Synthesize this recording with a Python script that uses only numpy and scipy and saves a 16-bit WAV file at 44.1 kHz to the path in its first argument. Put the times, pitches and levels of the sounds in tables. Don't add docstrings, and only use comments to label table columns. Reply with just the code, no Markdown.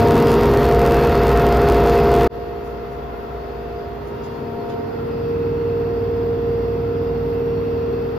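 import sys
import numpy as np
from scipy import signal
from scipy.fft import rfft, irfft
from scipy.io import wavfile
from scipy.ndimage import uniform_filter1d, minimum_filter1d

SR = 44100
rng = np.random.default_rng(int(sys.argv[2]) if len(sys.argv) > 2 else 0)


def dump_mix(stems):
    frames = np.atleast_2d(stems).T
    limited = np.clip(frames, -1, 1)
    pcm = np.round(limited * 32767).astype(np.int16)
    wavfile.write(sys.argv[1], SR, pcm)


N = 360738
DRUM_HZ = 19.4025
# level/dB of panels below 2.4 kHz, to 3 kHz, to 4.5 kHz, above; level/dB of the whistling drum orders
NOOK_LIFT_DB = [(4, .4, -1, -2.5, -2.5), (-2, 1, .5, 0, 1), (-10, -9, -.5, -6, -2), (3, 0.5, .5, 1.5, 6),
                (0, -1, 0.8, -0.5, -1), (5, 1, .5, 1, 1), (6.5, 1, 1, 1, -1), (1, 5.5, 1.5, 1.5, 4),
                (2.5, 5, .5, -1, 3.5), (1.5, 1, 0.92, 1.5, 2)]


def undb(db):
    return np.exp(np.asarray(db) * np.log(10) / 20)


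def curve(table):
    return np.interp(np.arange(N) / SR, *np.transpose(table))


def along(table, place):
    row_places = (0, .1, .2, .31, .42, .53, .63, .74, .85, 1)
    return [np.interp(place, row_places, column) for column in np.transpose(table)]


def walk(rate_hz):
    hold = int(SR / rate_hz)
    steps = np.repeat(rng.standard_normal(N // hold + 1), hold)
    return 1.65 * uniform_filter1d(uniform_filter1d(steps, hold), hold)[:N]


def tone(turns, db):
    return np.sqrt(2) * undb(db) * np.cos(2 * np.pi * turns)


def band(lo_hz, hi_hz, size=N):
    bandpass = signal.butter(2, (lo_hz, hi_hz), "bandpass", fs=SR, output="sos")
    noise = signal.sosfilt(bandpass, rng.standard_normal((2, size)))
    return noise / noise.std()


def coloured(hz, db):
    bins_hz = np.maximum(np.arange(N // 2 + 1) * SR / N, 1.)
    shape_db = np.interp(np.log(bins_hz), np.log(hz), db)
    return irfft(rfft(rng.standard_normal(N)) * undb(shape_db) * np.sqrt(SR / 2), N)


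def drum_hum(place):
    mid_orders, side_orders = (3, 5, 12, 21, 24, 36, 48), (21, 24, 36, 48)
    # level/dB of each mid order, then of each side order
    standing_waves = [(-38, -56, -45.5, -37, -41, -40, -56.5, -58, -48, -39, -40),
                      (-38.5, -53.5, -45, -34.5, -34.5, -36.5, -49.5, -45, -37, -49, -58),
                      (-38, -47, -44.5, -34.5, -44, -39, -51.5, -41, -50, -48, -46),
                      (-46, -44, -39, -35.5, -35, -50, -45.5, -40, -45, -43, -42),
                      (-57, -43.5, -36, -35.5, -36, -38, -42.5, -46, -38, -44, -48),
                      (-51, -42, -39, -36, -36, -35, -41.5, -53, -28, -48, -51),
                      (-42, -36, -36.5, -38, -33, -48, -49.5, -45, -30.5, -57, -42),
                      (-39, -33, -39, -36.5, -24.5, -50, -54.5, -39, -28.5, -43.5, -51.5),
                      (-38, -33.5, -43, -34, -22.5, -56.5, -50.5, -40, -32, -43, -51.5),
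                      (-35, -32.5, -41, -34.5, -22.5, -42.5, -50.5, -45.5, -32.5, -41, -56.5)]
    side_leads = [(.45, -0.3, 0, -0.074), (.45, -0.24, 0, -0.2), (.35, -0.32, 0.25, -0.38),
                  (.26, -.24, 0.34, -0.21), (.1, 0.16, -0.17, -0.017), (0, -0.23, -.4, -.37),
                  (0, -0.78, -.71, -0.86), (-.05, -0.74, -.66, -.65), (-.1, -0.68, -.6, -.5),
                  (-.09, -0.68, -.5, -.7)]
    wavers = (.6, 0.64, 0.78, .7, 0.6, 1.1, 0.78)
    turns = DRUM_HZ * np.arange(N) / SR
    levels = along(standing_waves, place)
    phase = {k: k * turns + rng.random() for k in mid_orders}
    mid = sum(tone(phase[k], db + depth * walk(9)) for k, db, depth in zip(mid_orders, levels, wavers))
    mid += undb(levels[0] - 6.5) * band(58, 74)[0]
    side = sum(tone(phase[k] + lead, db)
               for k, lead, db in zip(side_orders, along(side_leads, place), levels[len(mid_orders):]))
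    return np.array([mid, side])


def drum_whirr(place, lid):
    orders = (4, 6, 7, 8, 9, 10, 11, 13, 14, 15, 16, 18, 19, 20, 22, 23, 25, 27, 33, 45, 66, 96, 106, 144,
              168, 192, 240, 288)
    # level/dB of mid at door, mid at lid, side at door, side at lid
    levels = [(-59,-41.5,-57.5,-68.5),(-71.5,-43,-57,-60.5),(-45.5,-38.5,-68.5,-61.5),(-47.5,-39.5,-66.5,-62.5),(-67,-43,-64.5,-60),(-53.5,-53,-72,-68),
              (-55,-47.5,-62.5,-55),(-61.5,-38,-53,-51.5),(-51.5,-41.5,-54,-49),(-51.5,-40.5,-57.5,-62),(-65.5,-49,-58,-54),(-46.5,-53.5,-55,-44),(-56,-57,-65.5,-64.5),
              (-57,-42.5,-61.5,-61),(-56.5,-54,-62,-45),(-48,-42,-58,-54),(-51,-54,-50.5,-50.5),(-55,-61,-54.5,-50.5),(-55,-69,-48,-61),(-74,-66.5,-59,-65),(-59.5,-65.5,-64,-67),
              (-61.5,-61.5,-63.5,-64),(-65,-64.5,-82.5,-72.5),(-67.5,-66,-66.5,-80.5),(-71.5,-70.5,-78.5,-72),(-71,-74,-83.5,-77),(-78.5,-72,-81,-75),(-79.5,-74.5,-86,-85.5)]
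    turns = DRUM_HZ * np.arange(N) / SR + .001 * walk(15)
    out = np.zeros((2, N))
    for k, (door_mid, lid_mid, door_side, lid_side) in zip(orders, levels):
        mid_phase, side_phase = rng.random(2)
        waver_db = 1.2 * walk(4.9)
        if k >= 140:
            waver_db += along(NOOK_LIFT_DB, place)[-1] + 1.2 * walk(30)
            mid_phase += .12 * walk(70)
        out[0] += tone(k * turns + mid_phase, door_mid + (lid_mid - door_mid) * lid + waver_db)
        out[1] += tone(k * turns + side_phase, door_side + (lid_side - door_side) * lid + waver_db)
    return out


def rush(lid):
    # f/Hz, then level/dB per Hz of mid at door, mid at lid, side at door, side at lid
    spectrum = [(28, -77, -75.5, -92, -92.5), (55, -60.5, -62.5, -74, -73), (107, -62, -53.5, -71.5, -75.5),
                (206, -68.5, -60, -76.5, -71), (469, -61, -56, -75.5, -66.5), (586, -67, -66, -73, -67),
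                (800, -69, -68.5, -73, -71.5), (1274, -74, -74, -74, -72.5), (2150, -84, -83, -89, -87),
                (3920, -93.5, -93.5, -94.5, -94.5), (5400, -100, -99, -104.5, -99),
                (7000, -106, -109, -105, -106), (8260, -130, -130, -106, -108),
                (10500, -113, -115, -117, -120), (11900, -111, -110, -137, -137),
                (12700, -103, -102, -116, -115), (13600, -104, -104, -106, -106),
                (14900, -108, -106, -101, -100), (15300, -135, -135, -94.5, -92),
                (15700, -138, -138, -91, -88.5)]
    hz, *levels = np.transpose(spectrum)
    door_mid, lid_mid, door_side, lid_side = (coloured(hz, db) for db in levels)
    from_door = np.sqrt(1 - lid) * np.array([door_mid, door_side])
    from_lid = np.sqrt(lid) * np.array([lid_mid, lid_side])
    throb_db = .26 * np.cos(2 * np.pi * DRUM_HZ * np.arange(N) / SR)
    return undb(throb_db) * (from_door + from_lid)


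def panel_ring(place):
    resonances = [(1034, 90, -57.5, -62), (1356, 140, -55, -62), (1867, 63, -69, -66.5),
                  (2082, 62, -67, -69), (2608, 150, -61, -64.5), (3440, 220, -66.5, -69),
                  (4320, 180, -66, -68.5), (4680, 110, -72.5, -71.5), (4895, 210, -65.5, -67.5),
                  (5490, 200, -77, -76.5), (14120, 250, -74, -71.5), (14700, 200, -78, -74),
                  (15500, 300, -100, -64)]
    lifts_db = along(NOOK_LIFT_DB, place)
    out = np.zeros((2, N))
    for hz, width_hz, mid_db, side_db in resonances:
        lift_db = lifts_db[np.searchsorted((2400, 3000, 4500), hz)]
        flicker_db = .4 * walk(3.1) + 1.4 * walk(30)
        ring = band(hz - width_hz / 2, hz + width_hz / 2)
        out += undb([[mid_db], [side_db]] + lift_db + flicker_db) * ring
    return out


def motor_whine():
    switching_tones = [(12694, -72.5, -79), (12888, -79.5, -94), (13162, -79, -83), (13394, -85, -90),
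                       (13916, -82.5, -80), (13975, -80.5, -78.5), (14110, -78, -71.5), (14266, -83, -75),
                       (14545, -78.5, -71), (14691, -82, -72), (15025, -90.5, -70.5), (15488, -100, -65),
                       (15720, -100, -70)]
    out, t = np.zeros((2, N)), np.arange(N) / SR
    for hz, mid_db, side_db in switching_tones:
        turns = hz * t + .15 * walk(9.7) + rng.random()
        waver_db = 1.1 * walk(3) + 1.8 * walk(18)
        throb_db = 2.5 * np.cos(2 * np.pi * (DRUM_HZ * t + rng.random()))
        out[0] += tone(turns, mid_db + waver_db + throb_db)
        out[1] += tone(turns + rng.random(), side_db + waver_db + throb_db)
    return out


def loud_opening(mid):
    boost_db, threshold, ratio, window = 25.5, .3, 3, int(.005 * SR)
    dip_gain, first_dip, period, recovery = .31, 206, 512, 49
    boosted = mid * undb(boost_db)
    peak = uniform_filter1d(-minimum_filter1d(-np.abs(boosted), window), window)
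    limited = boosted * np.minimum(threshold / (peak + 1e-9), 1) ** (1 - 1 / ratio)
    since_dip = (np.arange(N) - first_dip) % period
    dips = np.minimum(dip_gain + (1 - dip_gain) * since_dip / recovery, 1)
    hiss = undb(-66) * band(5900, 10000)[0]
    return limited * dips, hiss


def cloth_rustle():
    brushes = [(0.315, -56.5, 0.018, 4000, 12000), (0.51, -62, 0.012, 4000, 13000),
               (1.647, -69, .02, 5000, 12000), (1.894, -63, 0.03, 4000, 9000),
               (2.662, -62, .025, 4000, 11500), (2.93, -62, 0.016, 4500, 11500),
               (4.071, -62, .018, 4500, 11500), (4.247, -55, 0.012, 3500, 8500),
               (4.33, -68, .04, 5000, 11500), (4.703, -54, .016, 2700, 3880),
               (4.702, -58, 0.014, 3000, 9000), (5.07, -70, .03, 9000, 12000),
               (3.627, -64, .001, 8500, 12500)]
    squeaks = [(4.698, 3400, -52, .008), (4.701, 2650, -55, .008), (4.703, 4180, -58, .003),
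               (4.724, 3050, -55, .006), (4.742, 3080, -56, .006)]
    fall_over_rise, faint_band_hz, chirp_hz_per_s = 2.3, (7460, 9400), 9000
    out, grain = np.zeros((2, N)), undb(1.7 * walk(300))
    t = np.linspace(-.2, .2, int(.4 * SR))
    for at_s, db, rise_s, lo_hz, hi_hz in brushes:
        start = int(at_s * SR) - len(t) // 2
        swell = np.exp(-(t / (rise_s * np.where(t > 0, fall_over_rise, 1))) ** 2)
        out[:, start:start + len(t)] += undb(db) * swell * band(lo_hz, hi_hz, size=len(t))
    out = signal.sosfilt(signal.butter(3, faint_band_hz, "bandstop", fs=SR, output="sos"), out)
    for at_s, hz, db, half_s in squeaks:
        start = int(at_s * SR) - len(t) // 2
        turns = hz * t + chirp_hz_per_s * t ** 2 / 2 + rng.random()
        out[0, start:start + len(t)] += np.exp(-(t / half_s) ** 2) * tone(turns, db)
    return out * grain


def scene():
    path = [(0, 0.42), (.35, 0.32), (.6, 0.2), (.9, 0.058), (1.4, 0.021), (1.6, 0.04), (2.2, 0.11),
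            (2.55, 0.093), (3.0, 0.02), (3.3, 0.019), (3.75, 0.079), (4.0, 0.21), (5.5, 0.83), (5.8, 1),
            (7.15, 0.99), (7.5, 0.84), (7.95, 0.75), (8.18, 0.67)]
    place = curve(path)
    lid = np.interp(place, (.17, .78), (0, 1))
    drum = drum_hum(place) + drum_whirr(place, lid)
    mid, side = drum + rush(lid) + panel_ring(place) + motor_whine() + cloth_rustle()
    return np.array([mid + side, mid - side])


def record(dry):
    fold_to_mono = [(0, 4.5), (.3, -4), (.6, -10.5), (.8, -34), (.88, -52), (.9, -120)]  # t/s, side gain/dB
    cut, edge = 100382, 60
    fade_start_s, fade_s, top_hz = 2.291, .052, 15690
    n = np.arange(N)
    opening = n < cut
    cut_out = np.clip((cut - n) / edge, 0, 1)
    fade = np.clip((n / SR - fade_start_s) / fade_s, .03, 1) * np.minimum((N - n) / edge, 1)
    mid, side = (dry[0] + dry[1]) / 2, (dry[0] - dry[1]) / 2
    loud, hiss = loud_opening(mid)
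    dull_side = signal.sosfilt(signal.butter(4, 3000, fs=SR, output="sos"), side)
    mid = np.where(opening, loud * cut_out + hiss, mid * fade)
    side = np.where(opening, dull_side * undb(curve(fold_to_mono)), side * fade)
    lowpass = signal.ellip(12, .2, 80, top_hz, fs=SR, output="sos")
    return signal.sosfilt(lowpass, np.array([mid + side, mid - side]))


dry = scene()
out = record(dry)
dump_mix(out)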